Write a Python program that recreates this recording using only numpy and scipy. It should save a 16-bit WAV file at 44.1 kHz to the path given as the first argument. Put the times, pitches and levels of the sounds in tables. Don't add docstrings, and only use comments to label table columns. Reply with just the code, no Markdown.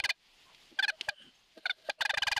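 import sys
import numpy as np
from scipy import signal
from scipy.io import wavfile
from scipy.ndimage import uniform_filter1d, minimum_filter1d

SR = 44100
rng = np.random.default_rng(int(sys.argv[2]) if len(sys.argv) > 2 else 0)


def waveform_to_disk(signal):
    frames = np.transpose(np.atleast_2d(signal))
    scaled = np.clip(frames, -1, 1) * 32767
    samples = np.round(scaled).astype(np.int16)
    wavfile.write(sys.argv[1], SR, samples)


def voltage_ratio(decibels):
    exponent = np.asarray(decibels, float) / 20
    return 10 ** exponent


N = 105707
T = np.arange(N) / SR


def rms_one(x):
    return x / np.sqrt(np.mean(x ** 2) + 1e-20)


def white_noise():
    return rng.standard_normal(N)


def lowpass(x, order, hz):
    return signal.sosfilt(signal.butter(order, hz, fs=SR, output="sos"), x)


def curve(rows):
    s, db = np.transpose(rows)
    return voltage_ratio(np.interp(T, [s[0] - .03, *s, s[-1] + .03], [-110, *db, -110]))


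def drift(rate_hz):
    r = np.exp(-2 * np.pi * rate_hz / SR)
    run_in = int(SR / rate_hz)
    wander = signal.lfilter([1], [1, -2 * r, r * r], rng.standard_normal(N + run_in))
    return rms_one(wander[run_in:])


def resonate(x, peaks, order=1):
    out = 0
    for k, (hz, width, db) in enumerate(peaks):
        r = np.exp(-np.pi * width / SR)
        top, bottom = [(1 - r * r) / 2, 0, (r * r - 1) / 2], [1, -2 * r * np.cos(2 * np.pi * hz / SR), r * r]
        y = x + 1e-18
        for _ in range(order):
            y = signal.lfilter(top, bottom, y)
        out = out + y * voltage_ratio(db) * (-1) ** k
    return out


# (time [s], length [s], first pitch [Hz], last pitch [Hz], level [dB])
PULSES = [(-.016, 0.016, 970, 790, -18.5), (0.0354, 0.024, 1061, 800, -23.5),
          (0.089, 0.018, 1063, 800, -18), (.786, 0.014, 824, 765, -19), (0.822, 0.028, 879.4, 780, -26),
          (0.877, 0.025, 856.8, 735, -26), (1.0839, 0.00938, 904, 790, -19), (1.653, 0.013, 773, 712, -21),
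          (1.693, 0.018, 764.2, 713, -24), (1.8921, 0.0095, 874.4, 785, -18.5),
          (2.005, 0.018, 1000, 730, -14), (2.048, 0.013, 897, 812, -20.5),
          (2.091, 0.01782, 931.3, 745, -19.5), (2.136, 0.012, 640, 590, -31),
          (2.17, 0.014, 1029, 785, -18.5), (2.218, 0.017, 1058, 790, -20.5), (2.266, 0.019, 1161, 800, -20),
          (2.312, 0.018, 1089, 795, -18.5), (2.361, .020, 1039, 795, -23.5)]


def pulses():
    pulse = np.searchsorted(np.array(PULSES)[:, 0], T) - 1
    start, length, first_hz, last_hz, db = np.transpose(PULSES)[:, pulse]
    age = T - start
    return pulse, age, length, first_hz, last_hz, db, np.clip(age / length, 0, 1)


def breath(order, release_s=0.0028):
    _, age, length, _, _, db, done = pulses()
    late_s = .0016 * (np.sqrt(min(order, 5)) - 1)
    attack = np.clip((age - late_s) / 0.0028, 0, 1) ** 2
    release = np.exp(-np.clip(age - length, 0, 1) * np.sqrt(order) / release_s)
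    return voltage_ratio(db - 4 * done) * attack * release


# (favoured pitch [Hz], boost [dB], hollow pitch [Hz], pitch hold [power],
# settling [power])
THROAT = [(2460, 9, 3200, 0.58, 1.6), (4340, 8.5, 3650, 2.1, 2.128), (4260, 14.5, 3460, 2.8, 2.353),
          (3383, 21.5, 3900, 1.416, 1.115), (3309, 15, 6366, 2.163, 1.153), (4210, 16, 3980, 5.15, 1.468),
          (4200, 15, 4200, 1.116, 2.01), (3560, 12.5, 3400, 1.024, 1.3), (3387, 15, 6900, 1.323, 1.634),
          (3360, 15, 2700, 1.184, 2.2), (3360, 11, 2280, 1.5, 1.303), (2532, 14, 3160, 1.124, 1.99),
          (3525, 14, 6060, 2.52, 1.264), (2260, 14.5, 6000, 1.025, 1.94), (2390, 6.5, 2570, 1.132, 3.05),
          (2789, 10, 2400, 2.3, 2.66), (3060, 7.5, 3550, 1.4, 2.1), (4600, -0.5, 3604, 1.2, 2.195),
          (3020, 8, 4040, 1.8, 2.09)]


def sagging_pitch():
    pulse, age, _, first_hz, last_hz, _, done = pulses()
    _, _, _, hold, settle = np.transpose(THROAT)[:, pulse]
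    sag = (1 - done ** np.abs(hold)) ** np.abs(settle)
    scoop = 1 + .15 * np.exp(-np.abs(age) / .0015)
    return last_hz * (first_hz / last_hz) ** sag * scoop


# (from time [s], fundamental [dB], brass band [dB], top [dB], rasp [dB])
MANNER = [
    (-.1, -8, -3, -5, -9.5),
    (.75, -7.5, 4, -3, -9),
    (1.05, -1, -9, -4, -7.5),
    (1.6, -6, -3, -12, -26),
    (1.85, -3.5, -6, -6, -10),
    (1.98, -1.5, 2, -5.5, -4.5),
    (2.2, -2.5, -0.5, -2, -10.5),
]
BRASS_HZ, TOP_HZ = 3000, 4340


def manner():
    starts, *colours = np.transpose(MANNER)
    call = np.searchsorted(starts, T) - 1
    return call, *(colour[call] for colour in colours)


RASP_TOP_DB = [5.5, -4.5, 2.6, -8.5, -5.5, -1.17, 1.2]


def rasp(phase):
    *_, done = pulses()
    call, _, _, top_db, rasp_db = manner()
    chopped = white_noise() * (1 + np.cos(phase)) / 2
    noise = voltage_ratio(rasp_db + 8 * done + 9.5) * chopped * breath(order=3)
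    dull = lowpass(noise, 4, TOP_HZ)
    return dull + (noise - dull) * voltage_ratio(top_db + np.array(RASP_TOP_DB)[call])


ORDER_DB = [6.5, 3.5, 0, -12.5, -1.5, 0]
# (second harmonic [dB], third harmonic [dB], change of low harmonics [dB],
# low puff [dB])
EFFORT = [(-8, -2, 3.5, 18), (-2.5, 1, -0.5, 2.7), (-2, 4, -3, -7), (3.4, -3.5, 1.8, -10),
          (0.3, -7.5, 1.7, -15), (2.5, 0.5, -2.5, -5), (4.5, 3.5, -6, 11), (2.5, 0.5, -3.5, -8),
          (8, 8.6, -12.5, -15), (-4, -2, -4.5, 3), (4, 2, -4.5, -2.5), (0.5, -10.3, -5, 6.5),
          (-2.5, 1, -1, 1.5), (8, 8, 0, 18), (3.9, 4.8, -6, 7.5), (1.5, 7.3, -2, 4.5), (0.6, -1.7, -2, 1.5),
          (-2, 1.5, -4, 1.5), (-4, -6, 1.5, 3)]


def reed_harmonics(pitch, phase):
    pulse, *_, done = pulses()
    _, low_db, brass_db, top_db, _ = manner()
    mouth_hz, mouth_db, hollow_hz, _, _ = np.transpose(THROAT)[:, pulse]
    second_db, third_db, fade_db, _ = np.transpose(EFFORT)[:, pulse]
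    out = 0
    for k, order_db in enumerate(ORDER_DB + [0] * 12, start=1):
        hz = k * pitch
        above_brass = 1 / (1 + (BRASS_HZ / hz) ** 20)
        above_top = 1 / (1 + (TOP_HZ / hz) ** 20)
        colour_db = order_db - 3 * np.log2(k)
        colour_db = colour_db + (above_brass - above_top) * brass_db + above_top * top_db
        colour_db += 1.1 * np.sqrt(k) * drift(47.3)
        colour_db += mouth_db * np.exp(-((hz - mouth_hz) / 300) ** 2)
        colour_db += -11.5 * np.exp(-((hz - hollow_hz) / 440) ** 2)
        colour_db += (k == 1) * low_db + (k == 2) * second_db + (k == 3) * third_db
        colour_db += np.where(k < 4, fade_db, (k > 6) * -4) * done
        out = out + np.cos(k * phase + .5 * k * k) * voltage_ratio(colour_db) * breath(order=k)
    return out


# (pitch [Hz], level [dB])
PIPE = [(640, -29), (810, -11), (1590, 1.5), (2030, 1), (2430, 4), (2980, 4.5), (3550, 5.5), (3980, 1.5),
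        (4380, 3.5), (4850, 0.5), (6000, -8), (9000, -14), (12000, -24)]
PIPE_WIDTH_HZ = [110, 130, 170, 130, 110, 120, 120, 100, 150, 300, 900, 1300, 4000]
# (pitch [Hz], width [Hz], level [dB])
RING = [(645, 22, -21), (1589, 58, -13.5), (2370, 26, -36), (3645, 38, -8), (4100, 73, -14)]


def windpipe(source):
    voice = resonate(source, [(hz, width, db) for (hz, db), width in zip(PIPE, PIPE_WIDTH_HZ)])
    return voice + resonate(voice, RING)


def low_puff():
    pulse, _, _, first_hz, last_hz, _, _ = pulses()
    puff_db = np.transpose(EFFORT)[3, pulse]
    glide_db = 37 * np.abs(np.log2(first_hz / last_hz))
    strength = uniform_filter1d(breath(order=1) * voltage_ratio(puff_db + glide_db), size=300)
    return voltage_ratio(-76 + 28.5) * strength * rms_one(lowpass(white_noise(), 2, 106))


# (pitch [Hz], width [Hz], level [dB])
SIGH = [(4370, 650, -7.5), (3040, 435, 0.5), (4250, 356, 0), (665, 89, 6.5)]


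def sigh():
    *_, done = pulses()
    strength = done ** 2 * breath(order=1, release_s=.007)
    return voltage_ratio(-14) * strength * rms_one(resonate(white_noise(), SIGH))


# (pitch [Hz], width [Hz], level [dB])
LEAD = [(2710, 110, -8), (616, 47, 0), (4300, 200, -18), (9200, 320, -29)]
LEAD_S = 0.0043


def leading_hiss():
    strength = np.zeros(N)
    for s, _, _, _, db in PULSES:
        strength += voltage_ratio(db) * np.exp(-((T - s + LEAD_S) / (2.86 * LEAD_S)) ** 2)
    return voltage_ratio(-38) * strength * rms_one(resonate(white_noise(), LEAD))


def cranes():
    pitch = sagging_pitch()
    phase = 2 * np.pi * np.cumsum(pitch * (1 + .006 * drift(152.3))) / SR
    voice = windpipe(rasp(phase) + reed_harmonics(pitch, phase))
    return voice + low_puff() + sigh() + leading_hiss()


# (time [s], length [s], pitch [Hz], level [dB])
HOOTS = [(0.917, 0.043, 630, -65), (1.0815, 0.0081, 620, -48.5), (1.105, 0.038, 593, -65),
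         (1.570, 0.017, 623, -58.5), (1.888, 0.0073, 603, -39), (0.45, 0.062, 1048, -75.5),
         (2.135, 0.011, 590.2, -44), (1.2, 0.013, 560, -75)]


def hoots():
    out = np.zeros(N)
    for s, length, hz, db in HOOTS:
        age = (T - s) / length
        bend_s = 0.022 * length * np.sin(2 * np.pi * (age - .5)) / (2 * np.pi)
        phase = 2 * np.pi * hz * (T - s + bend_s)
        shape = np.sin(np.pi * np.clip(age * 0.7 + 0.16, 0, 1)) ** 2
        overtones = np.sin(2 * phase) + np.sin(3 * phase + 1)
        out += voltage_ratio(db + 12.5) * shape * (np.sin(phase) + voltage_ratio(-18) * overtones)
    return out * (1 + .15 * drift(119.0))


# (time [s], level [dB])
TICKS = [
    (0.283, -62),
    (0.455, -60),
    (0.5469, -46),
    (0.7061, -54),
    (1.0104, -22),
    (1.5767, -49),
]
# (pitch [Hz], width [Hz], level [dB])
TICK = [(2290, 620, -2.2), (3300, 1120, 2.5), (4700, 1600, -3), (5650, 680, -5.5), (1560, 700, -36),
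        (376, 280, -14.5), (9800, 4200, -29.5)]


def ticks():
    burst = np.zeros(N)
    for s, db in TICKS:
        fall = voltage_ratio(-60 * np.clip(T - s, 0, 1) / .017)
        burst += voltage_ratio(db + 9.5) * (T > s) * fall
    return resonate(burst * white_noise(), TICK)


def blind(x):
    t = np.arange(int(.15 * SR)) / SR
    tail = rng.standard_normal(len(t)) * voltage_ratio(-60 * t / 0.096) * (t > .002)
    tail = lowpass(tail, 2, 1760)
    return x + voltage_ratio(-37) * signal.fftconvolve(x, tail / np.sqrt(np.sum(tail ** 2)))[:N]


def thin_air(flow, peaks, throb_db):
    return curve(flow) * voltage_ratio(throb_db * drift(47)) * rms_one(resonate(white_noise(), peaks, order=2))


# (time [s], level [dB])
WHISTLE_FLOW = [(.92, -75), (.99, -69), (1.04, -59), (1.1, -77), (1.15, -62.5), (1.24, -53.5), (1.3, -65),
                (1.34, -88)]
# (pitch [Hz], width [Hz], level [dB])
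WHISTLE = [(3016, 255, 7.5), (1566, 310, -4), (8580, 400, -19), (10900, 280, -23)]


def whistle():
    return thin_air(WHISTLE_FLOW, WHISTLE, throb_db=2.0)


# (time [s], level [dB])
LEAK_FLOW = [(1.45, -125), (1.57, -63), (1.64, -68), (1.75, -71.5), (1.83, -67.5), (1.885, -50.5)]
# (pitch [Hz], width [Hz], level [dB])
LEAK = [(4000, 1000, -9), (8900, 670, -22.5), (11675, 770, -25.5), (640, 29, 5), (1590, 130, -2.5),
        (3010, 540, -13)]


def leak():
    return voltage_ratio(-0.5) * thin_air(LEAK_FLOW, LEAK, throb_db=4.0)


# (time [s], length [s], pitch [Hz], level [dB])
BUMPS = [(0.707, 0.042, 280, -59.5), (1.19, 0.13, 210, -64.5), (1.562, 0.039, 336, -56),
         (0.022, 0.06, 350, -61.5), (.79, .12, 290, -69.5), (1.003, .025, 350, -58.5),
         (0.45, 0.12, 750, -73), (0.42, 0.076, 76, -79), (0.49, 0.021, 910, -63.5), (1.57, 0.023, 352, -59),
         (1.755, .1, 450, -73.5), (0.97, 0.09, 780, -65.5), (1.08, 0.02, 123, -59.5),
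         (1.886, 0.02012, 240, -61.5)]


def bumps():
    out, white = np.zeros(N), white_noise()
    for s, length, hz, db in BUMPS:
        shape = np.sin(np.pi * np.clip((T - s) / length, 0, 1))
        out += voltage_ratio(db + 1.5) * shape * rms_one(resonate(white, [(hz, 0.7 * hz, 0)], order=2))
    return out


# (time [s], level [dB])
CHIRPS = [
    (1.357, -70.5),
    (1.397, -73),
    (1.442, -78),
]


def insect():
    shrill = rms_one(resonate(white_noise(), [(6400, 300, 0)], order=2))
    return shrill * sum(voltage_ratio(db) * np.exp(-((T - s) / 0.015 * 2) ** 2) for s, db in CHIRPS)


def banded_noise(spectrum, patchy_db):
    out, together, white = 0, drift(7.9), rng.standard_normal((2, N))
    hz, db = np.transpose(spectrum)
    edges = 20 * 2 ** np.arange(0, 9.9, .5)
    for k, (low, high) in enumerate(zip(edges, edges[1:])):
        band = signal.sosfilt(signal.butter(2, [low, high], "band", fs=SR, output="sos"), white[k % 2])
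        middle = np.log(low * high) / 2
        level_db = np.interp(middle, np.log(hz), db, left=-60, right=db[-1] - 18)
        out = out + band * voltage_ratio(level_db + patchy_db * (together + drift(14.95)))
    return rms_one(out)


# (time [s], level [dB])
RUSTLE_FLOW = [(0, -93), (.15, -74.5), (.27, -66), (.46, -59.5), (.68, -61.5), (.9, -72.5), (1.05, -55),
               (1.14, -72.5), (1.24, -63), (1.36, -66), (1.6, -69), (1.74, -72.5), (1.88, -61), (1.96, -74),
               (2.05, -84), (2.4, -57.5)]
# (pitch [Hz], level [dB per Hz])
RUSTLE = [(300, -51), (700, -9.5), (1350, -15.5), (2750, -2.5), (4500, -7.5), (6500, -18), (10000, -24),
          (16000, -30)]


def rustle():
    return curve(RUSTLE_FLOW) * banded_noise(RUSTLE, patchy_db=1.2)


# (pitch [Hz], level [dB per Hz])
FIELD = [(20, 13.5), (60, -5.5), (150, -1), (350, -2.5), (700, -5.5), (1500, -6.5), (3000, -55)]


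def field():
    swing = (curve(RUSTLE_FLOW) / voltage_ratio(-63.5)) ** 0.74
    return voltage_ratio(-74) * swing * banded_noise(FIELD, patchy_db=0.0)


def scene():
    near = blind(cranes() + hoots() + ticks())
    air = whistle() + leak()
    ground = rustle() + field()
    return (near + air + bumps() + insect() + ground)[None]


def roll_off(x):
    return signal.sosfilt(signal.butter(12, 16160, fs=SR, output="sos"), x)


def record(dry):
    limit, release_s = 0.1, 0.013
    over_db = np.maximum(20 * np.log10(np.abs(dry[0]) / limit + 1e-9), 0)
    held_db = -minimum_filter1d(-over_db, size=90)
    r = np.exp(-1 / (release_s * SR))
    held_db = np.maximum(held_db, signal.lfilter([1 - r], [1, -r], held_db))
    x = dry * voltage_ratio(-uniform_filter1d(held_db, size=60))
    x = signal.sosfilt(signal.cheby2(12, 70, 16400, fs=SR, output="sos"), x)
    return roll_off(x)


dry = scene()
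out = record(dry)
waveform_to_disk(out)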